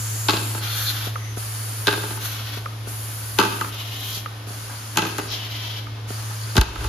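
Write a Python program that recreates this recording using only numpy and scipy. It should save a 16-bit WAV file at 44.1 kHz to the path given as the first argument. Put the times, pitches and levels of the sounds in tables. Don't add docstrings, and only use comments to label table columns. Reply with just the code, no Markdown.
import sys
import numpy as np
from scipy import signal
from scipy.fft import rfft, irfft, next_fast_len
from scipy.io import wavfile

SR = 44100
rng = np.random.default_rng(int(sys.argv[2]) if len(sys.argv) > 2 else 0)


def log_audio(samples):
    frames = np.atleast_2d(samples).T
    limited = np.clip(frames, -1, 1)
    pcm = np.round(limited * 32767).astype(np.int16)
    wavfile.write(sys.argv[1], SR, pcm)


N = 303408
TIME = np.arange(N) / SR
PADDED = next_fast_len(N + SR)
FREQS = np.maximum(np.fft.rfftfreq(PADDED, 1 / SR), 1)


def from_db(db):
    return 10 ** (np.asarray(db) / 20)


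def in_time(rows):
    time_s, *columns = np.transpose(rows)
    return [np.interp(TIME, time_s, column) for column in columns]


def at_hz(points, hz=FREQS):
    freq_hz, value = np.transpose(points)
    return np.interp(np.log(hz), np.log(freq_hz), value)


def swell(centre_s, half_width_s):
    return np.exp(-((TIME - centre_s) / half_width_s) ** 2)


def gate(start_s, stop_s, rise_s, decay_s):
    return np.clip((TIME - start_s) / rise_s, 0, 1) * np.exp(-np.clip((TIME - stop_s) / decay_s, 0, 20))


def coloured(spectrum):
    white = rfft(rng.standard_normal((2, PADDED)))
    return irfft(white * from_db(at_hz(spectrum)) * np.sqrt(SR / 2), PADDED)[:, :N]


def slow_noise(rate_hz):
    lowpass = signal.butter(2, rate_hz, fs=SR, output="sos")
    noise = signal.sosfilt(lowpass, rng.standard_normal((2, N + SR // 2)))[:, -N:]
    return noise / noise.std()


def noise_band(hz, width_hz):
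    phase = 2 * np.pi * np.cumsum(hz + np.zeros(N)) / SR
    return slow_noise(width_hz / 2) * np.cos(phase) + slow_noise(width_hz / 2) * np.sin(phase)


def resonance(x, hz, width_hz):
    radius = np.exp(-np.pi * width_hz / SR)
    feedback = [1, -2 * radius * np.cos(2 * np.pi * hz / SR), radius ** 2]
    return signal.lfilter(np.array([1, 0, -1]) * (1 - radius ** 2) / 2, feedback, x + 1e-18)


def contact(times_s, levels_db, spread_s, bounce):
    size = 4096
    force = np.zeros((2, N + size))
    for start_s, level_db in zip(times_s, levels_db):
        lags = np.round(rng.uniform(.1, .5, (4, 2, 1)) * spread_s * SR)
        delays = np.exp(-2j * np.pi * np.fft.rfftfreq(size) * lags)
        train = irfft(np.prod((bounce - delays) / (1 - bounce * delays), axis=0))
        onset = round(start_s * SR)
        force[:, onset:onset + size] += from_db(level_db) * train * [[1], [rng.choice([-1, 1])]]
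    return force[:, :N]


def knocks(events, modes, force_db, spread_s, bounce):
    start_s, level_db = np.transpose(events)
    force = contact(start_s, level_db + force_db, spread_s, bounce)
    return sum((-1) ** k * from_db(gain_db) * resonance(force, hz, width_hz)
               for k, (hz, width_hz, gain_db) in enumerate(modes))


def bench_echo(x, gain, first_delay_s, last_delay_s):
    delay_s = np.linspace(first_delay_s, last_delay_s, N) + 3e-5 * slow_noise(4.7)[0]
    return x + gain * np.array([np.interp(TIME - delay_s, TIME, row) for row in x])


# freq_hz, t60_s
ROOM_DECAY = [(200, 0.96), (1200, 0.77), (4000, 0.9), (12000, 0.083)]

def room(x, wet_db, build_s):
    age_s, tail = TIME[:SR], 0
    for low_hz in 110 * 2 ** np.arange(7):
        octave = signal.butter(2, [low_hz, 2 * low_hz], "band", fs=SR, output="sos")
        band = signal.sosfilt(octave, rng.standard_normal((2, SR)))
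        tail += band * from_db(-60 * age_s / at_hz(ROOM_DECAY, low_hz * np.sqrt(2)))
    tail *= (1 - np.exp(-age_s / build_s)) / np.sqrt(SR / 20)
    return from_db(wet_db) * irfft(rfft(x, PADDED) * rfft(tail, PADDED), PADDED)[:, :N]


# pitch_hz, level_db
MACHINE_TONES = [(291, -54.5), (408, -59.5), (1227, -79), (1513, -55), (1830, -61.5), (2164, -60)]
# freq_hz, density_db
SHOP_SPECTRUM = [(25, -104), (45, -69), (72, -63.5), (140, -75.5), (220, -73), (330, -75), (600, -75),
                 (900, -74), (1350, -76.5), (2000, -82), (3200, -78), (5500, -85), (8000, -97),
                 (15500, -101)]

def far_machines():
    tones = sum(from_db(level_db) * noise_band(hz, width_hz=9.7) for hz, level_db in MACHINE_TONES)
    return coloured(SHOP_SPECTRUM) * from_db(0.54 * slow_noise(13)[0]) + tones


# start_s, level_db
FAR_HITS = [(4.695, -34), (4.73, -42), (5.973, -41), (6.178, -37), (6.301, -33.5)]
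# pitch_hz, width_hz
FAR_MODES = [(900, 190), (1250, 200), (1600, 170)]

def far_knocks():
    envelope = sum(from_db(level_db) * gate(start_s, start_s, rise_s=0.0022, decay_s=0.023)
                   for start_s, level_db in FAR_HITS)
    ring = sum(noise_band(hz, width_hz) for hz, width_hz in FAR_MODES)
    return envelope * ring / np.sqrt(len(FAR_MODES))


# freq_hz, density_db
LEAK_SPECTRUM = [(1000, -105), (1700, -83), (3000, -85), (6000, -83.5), (8500, -91), (10500, -80.5),
                 (13500, -91), (15300, -90)]

def leak():
    fade_db = np.interp(TIME, [1.2, 4.3, 5.9], [0, -4.5, -11])
    return coloured(LEAK_SPECTRUM) * from_db(fade_db)


# time_s, level_db
HUM_LEVEL = [(0.0, -28), (5.27, -35.5), (5.38, -33.5), (6.45, -30), (6.5, -29)]
# harmonic, gain_db
HUM_PARTIALS = [(1, 1.5), (3, -31.5), (4, -43)]

def bowl(pitch_hz=109.4):
    phase = 2 * np.pi * np.cumsum(pitch_hz + 0.3 * slow_noise(3.1)[0]) / SR
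    shared = sum(from_db(gain_db) * np.sin(harmonic * phase) for harmonic, gain_db in HUM_PARTIALS)
    level_db = in_time(HUM_LEVEL)[0] - 0.6 + 0.82 * slow_noise(14)[0]
    apart = 0.8 * slow_noise(3)[1] * np.cos(phase)
    return np.sqrt(2) * from_db(level_db) * np.array([shared, apart])


# pitch_hz, gain_db, t60_s
PING_MODES = [(9351, 0, .06), (11900, 0, .22), (12490, 11, .12)]

def ping(start_s=5.067, level_db=-45):
    age_s = np.maximum(TIME - start_s, 0)
    ring = sum(from_db(gain_db - 60 * np.minimum(age_s / t60_s, 2)) * np.sin(2 * np.pi * hz * age_s)
               for hz, gain_db, t60_s in PING_MODES)
    return from_db(level_db) * ring * [[1], [0]]


# centre_s, half_width_s, pitch_hz, width_hz, level_db
AIR_WHISTLES = [(0.762, 0.17, 4280, 340, -35.5), (0.889, 0.027, 4100, 800, -22),
                (1.255, 0.065, 2000, 260, -42), (1.266, 0.11, 6120, 300, -44),
                (4.16, .04, 4900, 2600, -33.5), (5.334, 0.046, 4420, 2500, -29)]

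def whistles():
    return sum(from_db(level_db) * swell(centre_s, half_width_s) * noise_band(hz, width_hz)
               for centre_s, half_width_s, hz, width_hz, level_db in AIR_WHISTLES)


# time_s, sizzle_hz, sizzle_db, top_db
JET_AIM = [(0, 7100, -34.5, 5), (.28, 7200, -35.5, 5), (.55, 8100, -38.5, 4.5), (1.5, 9120, -37.5, 2.5),
           (3.3, 9420, -44, 6), (4.8, 9160, -44, -1), (6.85, 9040, -43.5, -3)]
# freq_hz, density_db
JET_SPECTRUM = [(200, -106), (1300, -71.5), (2200, -78.5), (3600, -81), (4600, -77.5), (5700, -76.5),
                (7000, -76), (10000, -105), (15500, -103)]
JET_TOP_SPECTRUM = [(4000, -105), (7000, -85), (10000, -74), (12000, -82.5), (14000, -78.5), (15500, -88)]
# pitch_hz, width_hz, level_db
JET_MODES = [(3000, 390, -56), (4520, 560, -49.5)]
JET_CYCLE_DB = [1, 0.34, -1.8, -1.8, 0.44]
HANDOVER_S, RESET_S = 0.303, 0.294

def nozzle():
    sizzle_hz, sizzle_db, top_db = in_time(JET_AIM)
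    beam = from_db(sizzle_db) * noise_band(sizzle_hz, width_hz=1640)
    beam += from_db(top_db) * coloured(JET_TOP_SPECTRUM)
    jet = coloured(JET_SPECTRUM)
    jet += bench_echo(beam, gain=0.33, first_delay_s=0.0016, last_delay_s=0.000646)
    for hz, width_hz, level_db in JET_MODES:
        flutter_db = 3.5 * slow_noise(21)[0]
        jet += from_db(level_db + flutter_db) * noise_band(hz, width_hz)
    opens_s = [-1] + [cycle[0] + RESET_S for cycle in TUBE_CYCLES]
    flow = sum(from_db(gain_db) * gate(open_s, stroke[0] + HANDOVER_S, rise_s=0.023, decay_s=0.021)
               for open_s, stroke, gain_db in zip(opens_s, SLIDE_STROKES, JET_CYCLE_DB))
    return jet * flow * from_db(0.11 * slow_noise(27)[0])


# shut_s, bleed_s, flow_db, base_hz, ring_db, low_mode_db, high_mode_db, outlet_db,
# surge_s, surge_half_width_s, surge_peak_db
TUBE_CYCLES = [(1.065, 0.05, -1, 3335, -39.5, 1.5, -6, 6, .83, 0.12, 8.5),
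               (2.567, 0.055, -3.5, 3208, -48, 6.5, 3.5, 2.5, 2.26, 0.1, 10),
               (4.169, 0.088, -4.5, 2963, -37.5, -10, -2, 3.5, 4.13, .14, 8.5),
               (5.777, 0.075, -3, 3050, -37, -22, -10, -3.5, 5.31, 0.068, 6)]
# freq_hz, density_db
RUSH_SPECTRUM = [(200, -116), (500, -73.5), (850, -72.5), (1200, -71.5), (1550, -75), (1900, -70),
                 (2500, -68.5), (3300, -65), (4500, -69.5), (5700, -72.5), (7500, -86), (15500, -84)]
SPRAY_SPECTRUM = [(3000, -112), (6000, -79.5), (8500, -87), (10500, -80), (12300, -80), (13500, -79.5),
                  (15300, -83)]
# pitch_ratio, width_hz
HOLLOW_MODES = [(.42, 455), (1, 417), (1.24, 520)]

def feed_tube(lag_s=0.013, creep_hz_per_s=280, surge_hz_per_db=17, surge_share=0.51):
    rush, spray = coloured(RUSH_SPECTRUM), coloured(SPRAY_SPECTRUM)
    flow, main_hz, hollow_db, low_db, high_db, spray_db = np.zeros((6, N))
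    for stroke, cycle in zip(SLIDE_STROKES, TUBE_CYCLES):
        shut_s, bleed_s, flow_db, base_hz, ring_db, low_mode_db, high_mode_db, outlet_db = cycle[:8]
        surge_s, surge_half_width_s, surge_peak_db = cycle[8:]
        start_s, stop_s = stroke[0] + HANDOVER_S + lag_s, shut_s + lag_s
        cut_db = 3.5 * np.clip((TIME - stop_s) / 0.012, 0, 1)
        flow += from_db(flow_db - cut_db) * gate(start_s, stop_s, rise_s=0.034, decay_s=bleed_s)
        begun = TIME > start_s
        surge_db = surge_peak_db * swell(surge_s, surge_half_width_s)[begun]
        main_hz[begun] = base_hz + creep_hz_per_s * (TIME[begun] - start_s) + surge_hz_per_db * surge_db
        hollow_db[begun] = ring_db + surge_share * surge_db
        spray_db[begun] = outlet_db + surge_db
        low_db[begun], high_db[begun] = low_mode_db, high_mode_db
    hollow = sum(from_db(hollow_db + mode_db) * noise_band(ratio * main_hz, width_hz)
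                 for (ratio, width_hz), mode_db in zip(HOLLOW_MODES, (low_db, 0, high_db)))
    hollow += from_db(hollow_db - 7.5) * noise_band(main_hz, width_hz=67)
    air = from_db(-0.13) * rush + from_db(spray_db) * spray
    air = bench_echo(air, gain=0.36, first_delay_s=0.0024, last_delay_s=0.0031)
    return (hollow * from_db([[1.5], [-1]]) + air) * flow * from_db(1.2 * slow_noise(19)[0])


PUFF_S = 6.581

def puff(start_hz=212, end_hz=50.3, fall_s=0.0043, attack_s=0.0033, hold_s=0.013, release_s=0.016):
    age_s = TIME - PUFF_S
    pitch_hz = end_hz + (start_hz - end_hz) * np.exp(-np.maximum(age_s, 0) / fall_s)
    turns = np.cumsum(pitch_hz) / SR
    turns -= np.interp(PUFF_S, TIME, turns)
    log_envelope = np.minimum(age_s / attack_s, 0) - np.maximum((age_s - hold_s) / release_s, 0)
    thump = from_db(-4) * np.exp(np.maximum(log_envelope, -20)) * np.cos(2 * np.pi * turns)
    buffet = from_db(-28.5) * np.clip(age_s / 0.24, 0, 1) * noise_band(54, width_hz=21)
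    return thump * [[1], [0]] + buffet * [[1], [.4]]


def dip(depth_db=11, fall_s=0.048, until_s=0.16, recover_s=0.11):
    age_s = TIME - PUFF_S
    amount = np.minimum(age_s / fall_s, 1 - (age_s - until_s) / recover_s)
    return from_db(-depth_db * np.clip(amount, 0, 1))


STOP_CYCLE_DB = [-8, -9, -9.5, -19]
# start_s, level_db
STOP_CHATTER = [(3.6105, -4), (3.645, -12), (6.757, -10)]
# pitch_hz, width_hz, gain_db
STOP_MODES = [(520, 49, -2), (1243, 104, 12.5), (2110, 1300, -8.5)]

def stop_ticks(travel_s=0.09):
    ticks = [(cycle[0] + travel_s, level_db) for cycle, level_db in zip(TUBE_CYCLES, STOP_CYCLE_DB)]
    return knocks(ticks + STOP_CHATTER, STOP_MODES, force_db=18.5, spread_s=0.002, bounce=0.55)


# start_s, level_db
VALVE_HITS = [(1.069, -10.5), (1.370, -10.5), (2.570, -13.5), (2.871, -14), (4.168, -18), (4.47, -18.5),
              (4.503, -17), (6.103, -11)]
# pitch_hz, width_hz, gain_db
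VALVE_MODES = [(175, 71, 2), (257, 85, 3.5), (414, 74, 5.5), (715, 70, 1.5), (1360, 200, -4)]

def valve_thuds():
    return knocks(VALVE_HITS, VALVE_MODES, force_db=22, spread_s=0.0037, bounce=0.75)


def rattle(times_s, levels_db, taps_per_s, settle_s):
    shake = sum(from_db(level_db) * (TIME > start_s) * np.exp(-np.abs(TIME - start_s) / settle_s)
                for start_s, level_db in zip(times_s, levels_db))
    return shake * (rng.random(N) < taps_per_s / SR) * rng.uniform(-1, 1, (2, N))


# (centre_hz, gain_db)
SLIDE_STROKES = [(.285, 4180, 5, 298, 2, 1560, -4, 420, -2.5),
                 (1.8696, 1650, 9, 440, 3.5, 3830, 6, 315, -3), (3.388, 870, 4, 630, -9, 370, 6, 1280, 2.5),
                 (4.971, 185, 9, 6800, 3, 2700, 2.5, 420, -2.5),
                 (6.567, 1520, 1.5, 420, 2, 2630, -5, 176, 10)]
# start_s, level_db, bass_db, treble_db, snap_db
FRAME_HITS = [(0.2843, -2, -2.5, -1, -10), (0.294, -9.5, 1, 5.5, 1), (.305, -15, -2, 7, 2),
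              (.333, -19.5, 13, 8.5, 1), (.341, -25.5, 7.5, 11, 2), (0.367, -20, 4, 9, 0),
              (.547, -18, 2, -9, -5), (.574, -23.5, 2, -6, -3), (1.859, -28, -13, 1, 2),
              (1.8702, -11, 5.5, 9, 6), (1.8793, -5, -0.5, -1, -7), (1.887, -17, 5, 8, 0),
              (1.909, -19, 0, 6, 0), (1.926, -13, 2, 0, 0), (1.936, -13, -1, -4, -5),
              (1.975, -24, 9, -1, -1), (2.034, -16, 0, -7, -6), (2.106, -21.5, 5, 1, -5),
              (2.172, -22.5, 1, -9, -3), (3.379, -23, -3, 1, 0), (3.3868, -0.5, 1, 1.5, -0.5),
              (3.397, -6, 2.5, 0, 3), (3.401, -7.5, -0.5, 2, 0), (3.411, -6, -3, -11, -9),
              (3.4498, -11, -1.5, -5, -1), (3.46, -15, -8, -7, -2), (3.475, -27, 0, -4, 2),
              (3.6103, -13.5, -2, -3, -1), (4.958, -19, 0, -5, 2), (4.9713, -3, -6.5, 0, 4.5),
              (4.983, -7, -1, -3, -5), (4.989, -13, -1, 3, 1), (5.0192, -13, 4, 1, -1),
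              (5.036, -19, 7, -3, -5), (5.050, -15, 4, -2, -5), (5.077, -31, -4, -2, 0),
              (5.1825, -10.5, 0, -7, 2), (5.190, -19, 9, -2, 5), (6.554, -20.5, 10, 6, 6),
              (6.5664, -8, 0.5, 9, 6), (6.577, -2.5, 2, -4, 0.5), (6.612, 0, -6, 4, 4.5),
              (6.731, -17, 6, -4, -2), (6.756, -12.5, 0, -3, -6), (6.806, -22.5, 5, -3, -2),
              (6.8418, -16.5, -3, -3, -3)]
# pitch_hz, width_hz, gain_db
FRAME_MODES = [(178, 70, -7), (256, 43, -2.5), (325.6, 40.5, 1.5), (415.5, 49, 1), (654, 510, -9),
               (867.3, 22, 10), (960, 118, 1.5), (1180, 110, 0.5), (1283, 39, 6.5), (1410, 220, -0.5),
               (1599, 97, 4), (2025, 15, -1.5), (1980, 420, -12), (2590, 160, -4), (2676, 44, 3),
               (2960, 600, -6), (3714, 190, -4), (4062, 81, -2), (4470, 300, -6.5), (5060, 710, -10.5),
               (6330, 640, -11.5), (9400, 3100, -18.5), (13300, 2500, -21)]

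def slide_clunks(colour_octaves=0.2, colour_s=0.084, room_colour_share=0.61):
    start_s, level_db, bass_db, treble_db, snap_db = np.transpose(FRAME_HITS)
    loose = rattle(start_s, level_db + 17, taps_per_s=70, settle_s=0.045)
    forces = [contact(start_s, level_db + bass_db + 30.5, spread_s=0.004, bounce=0.56),
              contact(start_s, level_db + 26.5, spread_s=0.0018, bounce=0.6),
              contact(start_s, level_db + treble_db + 26.5, spread_s=0.0016, bounce=0.79),
              contact(start_s, level_db + snap_db + 26.5, spread_s=0.0012, bounce=0.85)]
    crossovers_hz = [700, 2300, 6000]
    stroke_s, *groups = np.transpose(SLIDE_STROKES)
    landings = swell(stroke_s[:, None], colour_s)
    coloured_ring = plain_ring = 0
    for k, (hz, width_hz, gain_db) in enumerate(FRAME_MODES):
        colour_db = sum(group_db * np.exp(-(np.log2(hz / centre_hz) / colour_octaves) ** 2)
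                        for centre_hz, group_db in zip(groups[::2], groups[1::2]))
        force = forces[np.digitize(hz, crossovers_hz)] + loose
        mode = (-1) ** k * from_db(gain_db) * resonance(force, hz, width_hz)
        coloured_ring += mode * from_db(colour_db @ landings)
        plain_ring += mode
    direct = coloured_ring * from_db([[0.7], [-2.5]])
    return direct, plain_ring + room_colour_share * (coloured_ring - plain_ring)


# freq_hz, likeness (clipped to 0..0.99)
PORT_LIKENESS = [(110, 6), (160, 1), (260, .93), (400, 0.64), (800, 0.39), (1400, 0.14), (2600, 0.4),
                 (4500, 0.18), (6500, -0.03), (8200, 4.7), (15000, 4.5)]
# freq_hz, left_lead_rad
CHANNEL_LEAD = [(500, 0), (1400, -.4), (2100, .5), (3200, .4), (5000, .1), (6500, -.8), (7300, -1.4),
                (8000, -2.75), (8700, -3.3), (9200, -4.0), (10000, -4.8), (11200, -6.2), (12800, -6.4),
                (13900, -7.8), (14800, -9.35)]
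# freq_hz, left_minus_right_db
PORT_BALANCE = [(300, 0), (600, 1), (1500, -1.5), (1950, 2.5), (4000, 2), (5400, 3.5), (7000, -0.5),
                (15000, 0.5)]

def microphones(field):
    shared, apart = rfft(field, PADDED)
    likeness = np.clip(at_hz(PORT_LIKENESS), 0, .99)
    shared *= np.sqrt((1 + likeness) / 2)
    apart *= np.sqrt((1 - likeness) / 2)
    lean = from_db(at_hz(PORT_BALANCE) / 2) * np.exp(.5j * at_hz(CHANNEL_LEAD))
    return irfft(np.array([(shared + apart) * lean, (shared - apart) / lean]), PADDED)[:, :N]


def scene():
    clunks, room_feed = slide_clunks()
    light_hits = valve_thuds() + stop_ticks()
    tail = room(room_feed + from_db(-6) * light_hits, wet_db=-5.5, build_s=0.0028)
    air = nozzle() + feed_tube() + leak() + whistles()
    feeder = clunks + light_hits + ping() + tail + air + bowl()
    return microphones(feeder * dip() + far_machines() + far_knocks() + puff())


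def record(dry):
    highpass = signal.butter(4, 34, "high", fs=SR, output="sos")
    lowpass = signal.ellip(10, .2, 80, 15750, fs=SR, output="sos")
    rounded = 1.134 * np.tanh(signal.sosfilt(highpass, dry) / 1.256)
    return signal.sosfilt(lowpass, rounded)


dry = scene()
out = record(dry)
log_audio(out)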